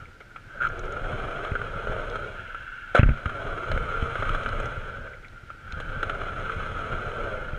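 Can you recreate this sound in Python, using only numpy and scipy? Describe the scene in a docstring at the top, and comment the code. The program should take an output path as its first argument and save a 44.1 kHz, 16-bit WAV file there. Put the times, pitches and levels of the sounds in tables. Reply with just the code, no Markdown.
"""Skateboard wheels roar through a bowl: rough contact excites them, more loudly with speed and load.
They clack over seams, chatter in a stick-slip skid, spin free in a short air and slam down again.
The landing jolts the rider's helmet and air buffets it. All is heard from a closed plastic camera
case on the helmet, whose wall muffles the board and whose resonances ring with it."""
import sys
import numpy as np
from scipy import signal
from scipy.fft import rfft, irfft
from scipy.io import wavfile

SR = 44100
rng = np.random.default_rng(int(sys.argv[2]) if len(sys.argv) > 2 else 0)


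def persist_wave(psi):
    """Save psi, clipped to +-1, as 16-bit WAV."""
    counts = np.round(np.clip(psi, -1, 1) * 32767).astype(np.int16)
    wavfile.write(sys.argv[1], SR, np.atleast_2d(counts).T)


N = 334278
T = np.arange(N) / SR
TAPS = 8192  # samples in one short sound and in a filter's transform
HZ = np.fft.rfftfreq(TAPS, 1 / SR)
CRUISE_TURNS_PER_S = 36
LIFT_S, LAND_S = 2.454, 2.946
# three carves, fast and heavy in the bowl, slow and light on its walls:
# (time [s], wheel speed [turns/s], load [0-1])
RIDE = [(0.0, 25.3, 0.5), (0.16, 12.2, 0.2), (0.44, 19.2, 0.12), (0.63, 26.7, 0.77), (1.14, 36.1, 0.98),
        (1.71, 32.8, 0.83), (1.94, 35.4, 0.98), (2.28, 32.8, 0.86), (2.77, 24.1, 0.14), (3.1, 29.2, 0.57),
        (3.49, 34.3, 0.95), (4.21, 39.3, 0.83), (4.68, 36, 0.86), (5.08, 24.4, 0.63), (5.21, 18.6, 0.32),
        (5.59, 19.3, 0.23), (5.76, 29.3, 0.6), (6.16, 32.9, 0.9), (6.51, 37.4, 0.78), (7.28, 34.3, 0.97),
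        (7.58, 26.7, 0.69)]


def amp(db):
    """Amplitude ratio of a level in decibels."""
    return 10 ** (np.asarray(db) / 20)


def unit(x):
    """Normalisation to rms 1."""
    return x / np.sqrt(np.mean(x ** 2) + 1e-20)


def shape(points):
    """Spectral envelope in dB, interpolated over log frequency."""
    hz, db = np.transpose(points)
    return np.interp(np.log(HZ + 1), np.log(hz), db)


def bump(hz, width):
    """Gaussian band of height 1; width is taken at half height."""
    return .5 ** ((2 * (HZ - hz) / width) ** 2)


def resonance_db(hz, width):
    """Lorentzian peak of a single resonance."""
    return -20 * np.log10(1 + (2 * (HZ - hz) / width) ** 2)


def case_db():
    """Transmission through the case: its wall absorbs treble and its resonances lift narrow bands."""
    # transmission of the wall: (frequency [Hz], gain [dB])
    wall = [(30, -30.5), (200, -17), (900, -19), (1100, -20.5), (1850, -21), (2600, -21.5), (3300, -22.5),
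            (3650, -31.5), (4400, -49), (7700, -50.5), (10000, -54.5), (15000, -77)]
    # resonances of the case: (frequency [Hz], width [Hz], lift [dB])
    case_modes = [(1389, 402, 21), (1154, 26, 5), (1266, 126, 4.5), (1383, 49, 4.5), (1544, 54, 7.5),
                  (1689, 45, 8), (2223, 470, 8.5), (3100, 560, 2.5), (4080, 390, 11.5), (5320, 390, 7),
                  (6490, 830, 9.5), (8350, 400, 5), (9260, 730, 7.5)]
    return shape(wall) + sum(db * bump(hz, width) for hz, width, db in case_modes)


def colour(x, db):
    """Minimum-phase filter: it is causal, so ringing follows the blow."""
    log_gain = np.log(amp(np.concatenate([db, db[-2:0:-1]])))
    response = np.fft.ifft(np.exp(signal.hilbert(log_gain).conj())).real
    return signal.fftconvolve(x, response[:TAPS // 2])[:len(x)]


def wobble(hz):
    """Random modulation: low-passed noise of rms 1."""
    f = np.fft.rfftfreq(N, 1 / SR)
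    return unit(irfft(rfft(rng.standard_normal(N)) / (1 + (f / hz) ** 2), N))


def swell(t, peak_s):
    """Critically damped pulse that reaches 1 at peak_s."""
    return t / peak_s * np.exp(1 - t / peak_s)


def add(mix, s, sound):
    """Superposition of a sound starting at time s."""
    part = mix[round(s * SR):][:len(sound)]
    part += sound[:len(part)]


def speed(t):
    """Rotation rate of the wheels in turns per second."""
    s, turns, _ = np.transpose(RIDE)
    return np.maximum(np.interp(t, s, turns), 1)


def load(t):
    """Normal force of the rider's weight on the wheels, 0-1."""
    s, _, weight = np.transpose(RIDE)
    return np.clip(np.interp(t, s, weight), 0, 1)


def aloft(rise_s=.33, settle_s=.24):
    """Loss of contact: rises to 1 as the board leaves the lip and falls after the landing."""
    return np.clip(np.minimum(1 + (T - LIFT_S) / rise_s, 1 - (T - LAND_S) / settle_s), 0, 1)


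def ride_gain(cruise_db, per_doubling_db, unloaded_db, aloft_db):
    """Power law of speed, with offsets in level as the weight comes off and the board flies."""
    doublings = np.log2(speed(T) / CRUISE_TURNS_PER_S)
    return amp(cruise_db + per_doubling_db * doublings + unloaded_db * (1 - load(T)) + aloft_db * aloft())


def tread(turns, size=1200):
    """Periodic excitation: the same worn tread meets the ground on every turn."""
    return np.interp(turns % 1, np.arange(size) / size, rng.standard_normal(size))


def reflection(x, delay_s, sweep_s, rate_hz, share):
    """Comb filtering: an echo with a changing path sweeps hollow bands through the sound."""
    return x + share * np.interp(T - delay_s - sweep_s * wobble(rate_hz), T, x)


def rolling(patchy_db=1.6, grain_db=3, grains_per_s=900, skitter_db=3, squash_turns_per_s=37.3):
    """Roughness excitation: uneven ground, loose grains and four treads shake the wheels and board."""
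    # spectra of flattened wheels, light wheels, surface drone and grit: (frequency [Hz], level [dB])
    squashed_spectrum = [(200, -32.5), (700, -15), (1100, -1), (1300, -3), (1700, -5), (2000, -4),
                         (3000, -23), (8000, -47.5)]
    light_spectrum = [(200, -32), (900, -28.5), (1180, -13.5), (1380, -3.5), (1490, 0.5), (1580, -3),
                      (1750, 0.5), (2000, -10.5), (3000, -25.5), (8000, -40)]
    drone_spectrum = [(80, -9.5), (210, -12), (290, -12), (420, -2.5), (540, 1), (660, -1.5), (780, -11.5),
                      (1000, -14.5), (1300, -28.5), (3000, -51.5)]
    grit_spectrum = [(300, -19), (900, -2), (1400, -16.5), (1900, -5.5), (3200, -1.5), (4200, -1),
                     (5500, 0), (9300, -1.5), (15000, -10.5)]
    turns = np.cumsum(speed(T)) / SR
    ground = amp(patchy_db * wobble(hz=45.3))
    grains = rng.standard_normal(N) * amp(grain_db * np.minimum(rng.exponential(1, N), 4))
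    grains *= rng.random(N) < grains_per_s / SR

    def voice(spectrum):
        """Source and filter: four slightly detuned wheels, echoed by the curved wall and the ground."""
        treads = unit(sum(tread(turns * (1 + .008 * slip)) for slip in rng.standard_normal(4)))
        contact = ground * (rng.standard_normal(N) + .31 * unit(grains) + .72 * treads)
        with_wall = reflection(contact, delay_s=.01, sweep_s=.0022, rate_hz=.842, share=.38)
        with_ground = reflection(with_wall, delay_s=.00239, sweep_s=.00035, rate_hz=1.18, share=.25)
        return unit(colour(with_ground, shape(spectrum) + case_db()))

    # a fast carve flattens the wheels and lowers their ring
    squash = np.minimum(speed(T) / squash_turns_per_s, 1) ** 5
    skitter = amp(skitter_db * (1 - load(T)) * wobble(hz=20))  # a light wheel keeps losing its grip
    wheels = np.sqrt(squash) * voice(squashed_spectrum)
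    wheels += np.sqrt(1 - squash) * skitter * voice(light_spectrum)
    whirr = ride_gain(cruise_db=-35, per_doubling_db=17.5, unloaded_db=-1.2, aloft_db=-9)
    drone = ride_gain(cruise_db=-34, per_doubling_db=3, unloaded_db=-36.5, aloft_db=-3.5)
    grit = ride_gain(cruise_db=-43, per_doubling_db=20.5, unloaded_db=1, aloft_db=-.5)
    return whirr * wheels + drone * voice(drone_spectrum) + grit * voice(grit_spectrum)


def fizzing(flutter_db=.5):
    """Fine contact noise of the treads follows a steep power law of speed."""
    # fizz of the treads: (frequency [Hz], level [dB])
    fizz_spectrum = [(500, -41), (3000, -21.5), (5000, -8), (6500, 3), (9400, 5.5), (11000, -6),
                     (15000, -17)]
    contact = rng.standard_normal(N) * amp(flutter_db * wobble(hz=60))
    gain = ride_gain(cruise_db=-65.5, per_doubling_db=24, unloaded_db=-7.5, aloft_db=-1.5)
    return gain * unit(colour(contact, shape(fizz_spectrum) + case_db()))


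def spinning(half_aloft_db=-48, lift_db=14, light_db=-55, loaded_db=-20, flutter_db=2):
    """Fluttering bearings excite the wheels' modes, faintly under a light board, clearly in the air."""
    # resonances of the free wheels and bearings: (frequency [Hz], width [Hz], level [dB])
    bearing_modes = [(1500, 280, -3), (1740, 240, 0), (2150, 250, -7), (2760, 330, 0), (3350, 200, -7),
                     (3830, 160, -7)]
    modes_db = 20 * np.log10(.03 + sum(amp(db) * bump(hz, width) for hz, width, db in bearing_modes))
    balls = rng.standard_normal(N) * amp(flutter_db * wobble(hz=40))
    free = aloft()
    in_air = (free > 0) * amp(half_aloft_db + lift_db * (free - .5))
    on_ground = amp(light_db + loaded_db * load(T))
    return np.maximum(in_air, on_ground) * unit(colour(balls, modes_db + case_db()))


def air(lumpy_db=3.5, hiss_db=-57):
    """Turbulence buffets the helmet, growing with speed and in gusts, over a quiet steady hiss."""
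    # spectra of the buffeting and the background hiss: (frequency [Hz], level [dB])
    rumble_spectrum = [(10, -15.5), (25, 14.5), (45, -2), (70, -1), (100, 1.5), (140, -4), (185, -12.5),
                       (230, -12), (320, -20), (800, -63), (3000, -93)]
    hiss_spectrum = [(50, -2), (500, -5), (1000, -13), (1400, -14), (1900, -7.5), (3000, -15), (4400, -20),
                     (7000, -25.5), (10000, -32), (15000, -38.5)]
    # gusts at the helmet: (time [s], half length [s], lift [dB])
    gust_swells = [(1.92, 0.056, 5.5), (3.8, 0.071, 9), (4.6, 0.35, 4), (6.7, 0.93, 3.5)]
    buffeting = rng.standard_normal(N) * amp(lumpy_db * wobble(hz=28))
    lumps = unit(colour(buffeting, shape(rumble_spectrum)))
    hiss = unit(colour(rng.standard_normal(N), shape(hiss_spectrum)))
    gusts = amp(sum(db * np.exp(-((T - s) / half) ** 2) for s, half, db in gust_swells))
    gain = ride_gain(cruise_db=-34.5, per_doubling_db=8.5, unloaded_db=-7, aloft_db=-5)
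    return gain * gusts * lumps + amp(hiss_db) * hiss


def clinks(decay_s=.0072, width_hz=260):
    """Loose metal in the unloaded trucks briefly excites one narrow resonance."""
    # clinks of the trucks: (time [s], level [dB], frequency [Hz])
    truck_clinks = [(.055, -40.5, 2250), (.209, -43, 2150), (5.134, -38.5, 2110), (5.246, -37, 2106)]
    out, t = np.zeros(N), np.arange(TAPS) / SR
    for s, db, hz in truck_clinks:
        ring = colour(rng.standard_normal(TAPS) * np.exp(-t / decay_s), resonance_db(hz, width_hz))
        add(out, s, amp(db) * ring / abs(ring).max())
    return out


def blows(full_load_pits_per_s=2.5, pit_db=-31, pit_knock_db=-3, pit_edge_db=-4, candidates=80):
    """Impacts on the wheels: single bumps, each seam once per axle, and random pits under load."""
    # bumps, the landing and its rebounds: (time [s], level [dB], deck knock [dB], sharp edge [dB])
    single_blows = [(.204, -33, -6, -1), (.36, -26.5, -35, -7), (.699, -23.5, -10, -14),
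                    (1.964, -25, 6, -13), (2.156, -22, -8, 2.5), (2.546, -23, -12, -8),
                    (2.949, -9.5, 6.5, 1), (2.953, -7.5, -2, 4), (2.963, -6, -14, 2), (2.976, -10.5, -1, 0),
                    (2.986, -9.5, -5, -4), (2.993, -17, 1.5, -24), (3.031, -13, -4, -16),
                    (3.088, -19.5, -3, -14), (4.228, -17, -21, -30), (4.348, -21.5, -2, 3),
                    (4.49, -20, -10, -6), (5.07, -28, -26, -12), (5.502, -27.5, -12, -3),
                    (5.801, -19, -9, 5), (6.216, -18.5, -7, -6.5), (6.496, -17, -18, -11)]
    # seams: (time [s], rear axle lag [s], front level [dB], rear level [dB], deck knock [dB],
    # sharp edge [dB])
    seams = [(1.392, 0.055, -26, -21, -20, -4), (1.553, 0.062, -15, -16, -13, -9),
             (1.871, 0.05, -22, -18.5, 3.5, -4), (3.257, 0.037, -18, -20, -20, -6),
             (3.715, 0.06, -16, -18, -2.5, -2), (4.155, 0.068, -18, -15.5, -3.5, -5.5),
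             (4.292, .056, -15, -19.5, -8, -1.5), (4.409, .051, -19.5, -17.5, -7, -4),
             (4.529, 0.071, -22.5, -21, -4, -1), (6.029, 0.067, -11, -15, -9, -1)]
    yield from single_blows
    for s, lag, front_db, rear_db, deck_db, edge_db in seams:
        yield s, front_db, deck_db, edge_db
        yield s + lag, rear_db, deck_db - .7, edge_db
    for place, chance in rng.random(size=(candidates, 2)):
        s = place * T[-1]
        if chance < full_load_pits_per_s * T[-1] / candidates * load(s) ** 4:
            yield s, pit_db, pit_knock_db, pit_edge_db


def rattle_decay(s, db, tight_s=.0052, loose_s=.002, usual_db=-19.5, halving_db=22):
    """Damping time in seconds: an unloaded board rattles longer, a harder blow is over sooner."""
    return (tight_s + loose_s * (1 - load(s))) * 2 ** ((usual_db - db) / halving_db)


def clacks(ring_hz=1410, thud_hz=580, rise_s=.00077, tail_db=-27, tail_s=.053, crack_db=-34):
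    """Impact response: a wheel cracks and rings, trucks rattle, the deck knocks, the bowl adds a tail."""
    out, t, case = np.zeros(N), np.arange(TAPS) / SR, case_db()
    treble = np.clip(np.log2((HZ + 1) / 1800), 0, 1)
    crack_band = 20 * np.log10(.001 + bump(hz=6500, width=8000))
    onset = 1 - np.exp(-t / rise_s)  # soft wheels take a moment to compress
    tail = amp(tail_db) * np.exp(-t / tail_s)
    for s, db, deck_db, edge_db in blows():
        force = rng.standard_normal(TAPS) * onset * (np.exp(-t / rattle_decay(s, db)) + tail)
        deck = 20 * np.log10(1 + amp(deck_db + 14) * bump(hz=540, width=360))
        rattle = colour(force, case + deck + (edge_db + 5) * treble)
        ring = swell(t, peak_s=.0011) * np.sin(2 * np.pi * ring_hz * rng.uniform(.93, 1.064) * t)
        thud = amp(deck_db - 6) * swell(t, peak_s=.0015) * np.sin(2 * np.pi * thud_hz * t)
        sharpness = amp(crack_db + edge_db) * (speed(s) / CRUISE_TURNS_PER_S) ** 2
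        crack = sharpness * colour(rng.standard_normal(TAPS) * swell(t, peak_s=.001), crack_band)
        add(out, s, amp(db) * (crack + thud + .6 * ring + .63 * rattle / abs(rattle).max()))
    return out


def skid(start_s=.602, length_s=.069, slips_per_s=122, jitter_s=.00117, squeak_hz=1500,
         first_db=-20.5, last_db=-19, uneven_db=3.5):
    """Stick-slip friction: the wheels catch and let go unevenly, each slip a squeak and a scrape."""
    out, t = np.zeros(N), np.arange(TAPS) / SR
    scrape_colour = case_db() + 2.2 * np.log2(1 + HZ / squeak_hz)
    for since in np.arange(0, length_s, 1 / slips_per_s):
        late, stronger = rng.standard_normal(2)
        db = first_db + (last_db - first_db) * since / length_s + uneven_db * stronger
        squeak = swell(t, peak_s=.0023) * np.sin(2 * np.pi * squeak_hz * rng.uniform(.9, 1.04) * t)
        scrape = colour(rng.standard_normal(TAPS) * swell(t, peak_s=.003), scrape_colour)
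        slip = .88 * squeak + .399 * scrape / abs(scrape).max()
        add(out, start_s + since + jitter_s * late, amp(db) * slip)
    return out


def squeal(hz=1540, width_hz=130):
    """Friction from sideways creep drives one narrow wheel resonance where the rider steers hard."""
    # swells of creep: (peak time [s], level [dB], rise [s], fall [s])
    creeps = [(.636, -32, .06, 0.035), (5.07, -41.5, .11, 0.061), (5.83, -40, 0.069, 0.21)]
    envelope = sum(amp(db) * np.exp(np.minimum((T - s) / rise, (s - T) / fall))
                   for s, db, rise, fall in creeps)
    return envelope * unit(colour(rng.standard_normal(N), resonance_db(hz, width_hz)))


def ticks(decay_s=.0021, width_hz=3600, focus_db=15, thin_db=34):
    """Tiny impacts of grit and gear radiate bright snaps with almost no bass."""
    # snaps of grit and gear: (time [s], level [dB], band centre [Hz])
    snaps = [(.688, -44, 5893), (.793, -34, 5700), (.855, -44, 5592), (0.923, -39, 5840),
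             (2.099, -35.5, 4440), (3.717, -29.5, 4292), (4.434, -35, 4503), (4.489, -33.5, 4660),
             (4.601, -43, 6995), (4.657, -39, 5700), (5.283, -42.5, 4387), (5.723, -31, 4302)]
    out, t, case = np.zeros(N), np.arange(TAPS) / SR, case_db()
    for s, db, hz in snaps:
        spectrum = case + focus_db * bump(hz, width_hz) + thin_db * np.minimum(HZ / hz, 1)
        snap = colour(rng.standard_normal(TAPS) * np.exp(-t / decay_s), spectrum)
        add(out, s, amp(db) * snap / abs(snap).max())
    return out


def jolts(decay_cycles=.61, chatter_db=-15, chatter_s=.0028, hard_hz=100):
    """Damped oscillation: the mount swings and the helmet shell booms; quick jolts add chatter."""
    # jolts of the helmet mount: (time [s], level [dB], frequency [Hz])
    mount_jolts = [(1.518, -15.5, 85.5), (2.994, -2.5, 104.9), (3.031, -5, 103), (3.041, -14, 45.5),
                   (3.061, -9.5, 34), (3.091, -10, 95), (3.105, -12, 56.5), (3.26, -16.5, 81),
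                   (3.737, -19, 54.4), (4.026, -15, 76.74), (5.733, -26, 71), (7.533, -21.5, 89.2)]
    # modes of the helmet shell: (frequency [Hz], level [dB], decay [s])
    shell_modes = [(133.6, -24, 0.035), (173, -23.5, 0.0083), (224.6, -23.5, 0.022)]
    out, t = np.zeros(N), np.arange(TAPS) / SR
    boom = sum(amp(db) * np.sin(2 * np.pi * hz * t) * np.exp(-t / decay) for hz, db, decay in shell_modes)
    chatter_band = 20 * np.log10(.0012 + bump(hz=2200, width=950))
    for s, db, hz in mount_jolts:
        swing = np.sin(2 * np.pi * hz * t) * np.exp(-t * hz / decay_cycles) + boom
        chatter = colour(rng.standard_normal(TAPS) * np.exp(-t / chatter_s), chatter_band)
        hardness = amp(chatter_db) * (hz / hard_hz) ** 2
        add(out, s, amp(db) * (hardness * chatter / abs(chatter).max() - swing / abs(swing).max()))
    return out


def clatter(level_db=-26, decay_s=.08, uneven_db=5.5):
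    """The landing sets trucks and deck chattering; damping makes it die away exponentially."""
    # shaken trucks and deck: (frequency [Hz], level [dB])
    clatter_spectrum = [(300, -7), (600, 1), (1400, -14.5), (1800, 1.5), (2700, -4), (3400, -11),
                        (9000, -15), (15000, -15)]
    since = np.maximum(T - LAND_S, 0)
    envelope = amp(level_db) * (T > LAND_S) * np.exp(-since / decay_s)
    shaking = rng.standard_normal(N) * amp(uneven_db * wobble(hz=90))
    return envelope * unit(colour(shaking, shape(clatter_spectrum) + case_db()))


def scene():
    """Superposition of the board, the air at the helmet and the impacts in one channel."""
    running = rolling() + fizzing() + spinning() + air()
    return (running + clatter() + squeal() + jolts() + ticks() + clinks() + skid() + clacks())[None]


def record(dry, low_hz=6, high_hz=15200):
    """Band limiting by the camera: a gentle high-pass and a steep low-pass."""
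    passed = signal.sosfilt(signal.butter(1, low_hz, "highpass", fs=SR, output="sos"), dry)
    lowpass = signal.firwin(511, high_hz, window=("kaiser", 9), fs=SR)
    return signal.oaconvolve(passed, lowpass[None], "same")


dry = scene()
out = record(dry)
persist_wave(out)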